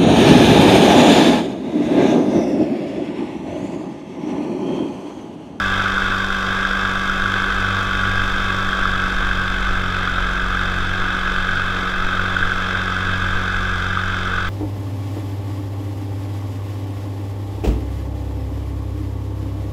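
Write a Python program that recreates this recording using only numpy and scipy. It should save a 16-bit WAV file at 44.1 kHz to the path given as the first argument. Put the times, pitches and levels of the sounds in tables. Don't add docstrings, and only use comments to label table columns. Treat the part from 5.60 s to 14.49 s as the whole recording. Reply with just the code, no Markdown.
import sys
import numpy as np
from scipy import signal
from scipy.fft import rfft, irfft, next_fast_len
from scipy.io import wavfile
from scipy.ndimage import uniform_filter1d, map_coordinates

SR = 44100
rng = np.random.default_rng(int(sys.argv[2]) if len(sys.argv) > 2 else 0)


def dump(signal):
    limited = np.clip(np.atleast_2d(signal).T, -1, 1)
    pcm = np.round(limited * 32767).astype(np.int16)
    wavfile.write(sys.argv[1], SR, pcm)


def invert_db(x):
    u = np.asarray(x, float) / 20
    return 10 ** u


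N = 392049

# [t/s, firing f/Hz, blade pass f/Hz]
SPEED = [(0.0, 97.31, 49.83), (0.4, 96.19, 49.58), (0.9, 96.01, 49.21), (1.5, 96.02, 49.32),
         (2.1, 95.49, 49.0), (2.7, 95.47, 48.89), (3.2, 94.65, 48.61), (3.7, 93.29, 47.67),
         (4.1, 92.61, 47.36), (4.5, 91.39, 46.24), (4.9, 92.12, 46.48), (5.4, 92.37, 46.82),
         (6.0, 92.03, 46.79), (6.6, 92.47, 46.75), (7.2, 92.23, 46.82), (7.8, 92.02, 46.54),
         (8.4, 91.68, 46.68), (8.89, 91.14, 45.49)]
# [t/s, level/dB]
LOAD = [
    (0, -20),
    (.8, -21.5),
    (1.7, -22),
    (2.8, -21.5),
    (3.4, -22),
    (4, -22.5),
    (5.5, -22.5),
    (6.8, -22),
    (7.6, -22.5),
    (8.89, -24),
]
# [t/s, blade loading level/dB, frame shake level/dB]
STRAIN = [(0, -37, -30.5), (.9, -35, -38.5), (1.4, -35.5, -37.5), (2.4, -30.5, -29), (2.9, -34, -33.5),
          (3.9, -27, -33.5), (4.9, -29.5, -33.5), (6.4, -35.5, -33), (6.9, -35, -31.5), (7.5, -38, -26),
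          (8.1, -30, -27.5), (8.89, -36, -23.5)]
# [t/s, peak level/dB, ring f/Hz]
STRIKES = [(0.0384, -11, 1590), (0.378, -5.5, 1390), (0.7027, -7, 1470), (1.05, -8, 1610),
           (1.1326, -5.5, 1510), (1.25, -5.5, 1460), (1.4963, -8, 1430), (1.6197, -6.5, 1510),
           (1.6571, -6, 1440), (2.3097, -8, 1480), (2.4334, -7, 1420), (2.5737, -9, 1560),
           (3.0882, -8, 1570), (3.1296, -6, 1560), (3.254, -5.5, 1310), (3.711, -7, 1520),
           (4.4737, -7.5, 1350), (4.4967, -10, 1460), (4.795, -9.5, 1570), (4.9702, -10, 1580),
           (4.9921, -6.5, 1480), (5.9558, -8.5, 1460), (6.017, -11, 1470), (6.5934, -6.5, 1480),
           (6.765, -6, 1470), (6.8262, -6, 1580), (6.9175, -6.5, 1520), (7.148, -9, 1490),
           (8.3722, -9, 1270), (8.435, -10, 1560)]
# [f/Hz, level/dB per Hz]
WASH_SPECTRUM = [(20, -21), (60, -19), (150, -20), (400, -19.5), (900, -19.5), (2000, -16.5), (4000, -28),
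                 (4600, -37.5), (6000, -90), (15000, -120)]
# [f/Hz, width/Hz, level/dB]
HOUSING = [(1270, 135, 9.5), (1560, 156, 13.5), (1842, 80, -7), (2327, 68, -4), (2593, 52, 4.5),
           (2850, 72, -10.5), (3940, 70, -3), (3502, 258, 8.5), (4330, 53, -4.5), (6500, 136, -2.5),
           (10970, 280, 4), (13900, 420, 5)]
# [f/Hz, width/Hz, level/dB]
PANELS = [(1392, 22, -9.5), (3205, 68, 4), (3330, 48, -1), (3650, 70, 2), (4280, 19, 7.5), (4270, 50, -0.5),
          (4600, 23, -3.5), (4666, 36, 7.5), (6120, 60, 2.5), (6500, 40, -0.5), (6830, 30, -5),
          (6950, 40, 3), (8300, 74, -3)]
CRUISE_HZ = 92.2
THIRD_DB, THIRD_DB_PER_HZ = -47, -2.5


def unit(x):
    return x / np.sqrt(np.mean(x ** 2) + 1e-20)


def curves(rows):
    s, *cols = np.transpose(rows)
    return [np.interp(np.arange(N) / SR, s, c) for c in cols]


def wobble(rate):
    knots = rng.standard_normal(int(N * rate / SR) + 4)
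    coarse = map_coordinates(knots, [np.arange(0, N + 32, 32) * rate / SR])
    return np.interp(np.arange(N), np.arange(len(coarse)) * 32, coarse)


def coloured(x, points, modes=()):
    m = next_fast_len(N + 8192)
    hz = np.fft.rfftfreq(m, 1 / SR)
    f, v = np.transpose(points)
    db = np.interp(np.log(hz + 1), np.log(f + 1), v)
    db = db + sum(g * np.exp(-.5 * ((hz - c) / w) ** 2) for c, w, g in modes)
    return irfft(rfft(x, m) * invert_db(db), m)[..., :N]


def stack(turns, first, levels, flutter_db, flutter_rate, drift):
    neper = flutter_db * np.log(10) / 20
    total = 0
    for k, db in enumerate(levels, first):
        size = np.sqrt(2) * invert_db(db) * np.exp(neper * wobble(flutter_rate))
        total = total + size * np.cos(2 * np.pi * k * turns + drift * wobble(flutter_rate))
    return total


def puffs(turns, sharp, scatter_db):
    size = invert_db(scatter_db * rng.standard_normal(4000))[np.round(turns).astype(int)]
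    return size * np.exp(sharp * (np.cos(2 * np.pi * turns) - 1))


def revs():
    return curves(SPEED)[0] - CRUISE_HZ


def follows(share):
    load_db, = curves(LOAD)
    return share * (load_db - load_db.mean())


def fizz_level():
    return -45.5 + 0.53 * revs() + follows(0.18)


def firing_thump():
    return invert_db(curves(STRAIN)[1])


def exhaust_drone(fire):
    multiples = [0, -12, -11, -15, -18, -18, -16.5, -18.5, -21]
    drone_db = -32.5 + 0.34 * revs() + follows(0.44)
    drone = stack(fire - .045, first=2, levels=multiples[:1], flutter_db=0.7, flutter_rate=8.8, drift=0.12)
    overtones = stack(fire - .75, first=3, levels=multiples[1:], flutter_db=1.0, flutter_rate=2.5, drift=.4)
    return invert_db(drone_db) * (drone + overtones)


def casing_whine(fire):
    multiples = [-16, 1, -33, -34, -12, -39, 0]
    whine_db = np.minimum(-43 + 4.5 * revs(), -33)
    return invert_db(whine_db) * stack(fire, first=11, levels=multiples, flutter_db=1.2, flutter_rate=4, drift=.45)


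def cover_plates(fire):
    # [firing multiple, f/Hz, width/Hz, level/dB]
    plates = [
        (11, 1060, 9, -41),
        (13, 1190, 20, -38),
        (18, 1660, 25, -37),
    ]
    total = 0
    for k, hz, width, db in plates:
        tone = stack(fire, first=k, levels=[db], flutter_db=1.5, flutter_rate=5, drift=.5)
        total = total + tone / np.hypot(1, (k * (revs() + CRUISE_HZ) - hz) / width)
    return total


def fin_rattle(fire):
    fins = stack(fire - .2, first=14, levels=np.zeros(25), flutter_db=2.6, flutter_rate=1.6, drift=1.3)
    return invert_db(-32 + .7 * revs()) * unit(coloured(fins, [(1500, -0.5), (3500, -4)], HOUSING))


def engine(fire):
    thump = stack(fire - .38, first=1, levels=[0], flutter_db=-1.1, flutter_rate=5.6, drift=0.17)
    thump = firing_thump() * thump
    return thump + exhaust_drone(fire) + casing_whine(fire) + cover_plates(fire) + fin_rattle(fire)


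def propeller(blade):
    multiples = [-84, -54.5, -53, -47.5, -52, -53.5, -51, -50, -56.5]
    bite_db = curves(STRAIN)[0]
    beat = stack(blade + 0.14, first=1, levels=[0], flutter_db=1.8, flutter_rate=7.8, drift=0.16)
    octave = stack(blade + .075, first=2, levels=[-39.5], flutter_db=1.5, flutter_rate=2.5, drift=0.15)
    third = stack(blade + .01, first=3, levels=[THIRD_DB], flutter_db=1.2, flutter_rate=4, drift=0.25)
    upper = stack(blade + 0.065, first=4, levels=multiples, flutter_db=1.8, flutter_rate=2, drift=0.6)
    octave = invert_db(0.4 * (bite_db - bite_db.mean())) * octave
    return invert_db(bite_db) * beat + octave + invert_db(THIRD_DB_PER_HZ * revs()) * third + upper


def tip_tick(blade):
    # [f/Hz, level/dB per Hz]
    spectrum = [(3800, -71), (4700, -1.5), (5300, 1), (6000, -12), (7500, -60)]
    tick = puffs(blade - .05, sharp=4.0, scatter_db=-1.0) * coloured(rng.standard_normal(N), spectrum)
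    return invert_db(-56.5 + 1.46 * revs() + 1.9 * wobble(3.01)) * unit(tick)


def mixing(fire, blade):
    bite_db = curves(STRAIN)[0]
    low = stack(fire - blade + 0.21, first=1, levels=[-40], flutter_db=1, flutter_rate=1.5, drift=.3)
    total = stack(fire + blade + .39, first=1, levels=[THIRD_DB - 2.5], flutter_db=1.2, flutter_rate=3,
                  drift=.25)
    second_low = stack(2 * fire - blade - .03, first=1, levels=[-50.5], flutter_db=5.0, flutter_rate=2.6,
                       drift=.4)
    second_sum = stack(2 * fire + blade, first=1, levels=[-53], flutter_db=-0.5, flutter_rate=2.96,
                       drift=0.67)
    low = invert_db(1.4 * (bite_db - bite_db.mean())) * low
    return low + invert_db(THIRD_DB_PER_HZ * revs()) * total + second_low + second_sum


def wash(fire, blade):
    # [f/Hz, level/dB per Hz]
    fizz_spectrum = [(3000, -66), (4300, -9.5), (4900, -2.5), (6300, -7), (8000, -13), (10000, -21.5),
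                     (12500, -25), (15000, -27.5)]
    exhaust = 0.4 * puffs(fire - .2, sharp=12, scatter_db=2.5)
    exhaust = exhaust + 0.35 * puffs(fire - .83, sharp=8, scatter_db=1.5)
    chop = 2.3 + 1.45 * puffs(blade - .01, sharp=1.0, scatter_db=1.2) + exhaust
    gusting = invert_db(0.46 * wobble(7) + 0.39 * wobble(25) + 0.19 * wobble(250))
    roar = chop * gusting * rng.standard_normal(N)
    lull = np.bincount(np.round(np.transpose(STRIKES)[0] * SR).astype(int), minlength=N)[:N]
    roar = roar * (1 - .8 * np.clip(signal.fftconvolve(lull, np.hanning(500), "same"), 0, 1))
    swish = 1.5 + 1.25 * puffs(blade - .04, sharp=3.4, scatter_db=1.0) + 0.65 * exhaust
    swish = swish + .3 * puffs(fire - .5, sharp=6, scatter_db=2.5)
    fizz = swish * invert_db(0.27 * wobble(20) + 0.32 * wobble(300)) * rng.standard_normal(N)
    roar = invert_db(curves(LOAD)[0] - 1.01) * unit(coloured(roar, WASH_SPECTRUM, HOUSING + PANELS))
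    return roar + invert_db(fizz_level() + 0.1) * unit(coloured(fizz, fizz_spectrum, HOUSING + PANELS))


def knocks(blade):
    passes = np.flatnonzero(np.diff(np.floor(blade + 0.01)))
    late, size = rng.standard_normal((2, 2, 1000))[:, :, :len(passes)]
    delay = np.array([[.0003], [.0022]]) + .0007 * late
    at = np.clip(passes + SR * delay, 0, N - 1).astype(int)
    cracks = np.bincount(at.ravel(), size.ravel(), minlength=N)
    return invert_db(curves(LOAD)[0] - 11.5) * unit(coloured(cracks, WASH_SPECTRUM, HOUSING + PANELS))


def slaps(blade):
    out, t = np.zeros(N + SR), np.arange(600) / SR
    swell = (t / 0.0024) ** 2 * np.exp(2 - 2 * t / 0.0021)
    passes = np.flatnonzero(np.diff(np.floor(blade + 0.1006))) / SR
    luck, strength, pitch = rng.random((1000, 3))[:len(passes)].T
    strays = np.transpose([passes, -17 + 4 * strength, 1250 + 380 * pitch])[luck < .08]
    strikes = [*STRIKES, *strays]
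    chances = rng.random((len(strikes), 4))
    for (s, db, hz), (start, edge_start, spread, sharp) in zip(strikes, chances):
        ring = np.sin(2 * np.pi * (hz * t + start))
        edge_db = -15.5 + 8.5 * (2 * sharp - 1.5)
        edge = invert_db(edge_db) * np.sin(2 * np.pi * ((3150 + 600 * spread) * t + edge_start))
        out[round(s * SR):][:len(t)] += invert_db(db) * swell * (ring + edge)
    return out[:N]


def buffet():
    # [f/Hz, level/dB per Hz]
    gusts = [(5, 4), (15, 13), (33, 5.5), (46, -10), (80, -11.5), (200, -26), (500, -120)]
    # [t/s, level/dB]
    airstream = [(0.0, -29.5), (0.86, -32), (0.91, -24), (1.26, -30.5), (2.47, -30), (2.7, -20.5),
                 (2.94, -36), (3.14, -24), (4.41, -26.5), (4.46, -26), (6.39, -26.5), (6.74, -29),
                 (6.83, -22.5), (7.2, -35), (7.6, -23), (8.47, -34.5), (8.59, -31), (8.89, -27)]
    lumps = invert_db(1.6 * wobble(12) + 0.64 * wobble(4.6)) * coloured(rng.standard_normal(N), gusts)
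    return invert_db(curves(airstream)[0] + 0.54) * unit(lumps)


def scene():
    fire, blade = np.cumsum(curves(SPEED), axis=1) / SR
    tones = engine(fire) + propeller(blade) + tip_tick(blade) + mixing(fire, blade)
    return (tones + wash(fire, blade) + knocks(blade) + slaps(blade) + buffet())[None]


def roll_off(x):
    return signal.sosfilt(signal.butter(12, 15580, fs=SR, output="sos"), x)


def record(dry):
    # [f/Hz, level/dB]
    narrow_band = [(14920, 0), (15000, -50)]
    # [f/Hz, level/dB]
    wide_band = [(15230, 0), (15330, -50)]
    dry = dry / (1 + np.abs(dry / .64) ** 6) ** (1 / 6)
    narrow = coloured(dry, narrow_band)
    bright = uniform_filter1d(1. * (fizz_level() + 1.3 * wobble(35) > -44.2), size=600)
    mix = narrow + bright * (coloured(dry, wide_band) - narrow)
    return roll_off(mix)


dry = scene()
out = record(dry)
dump(out)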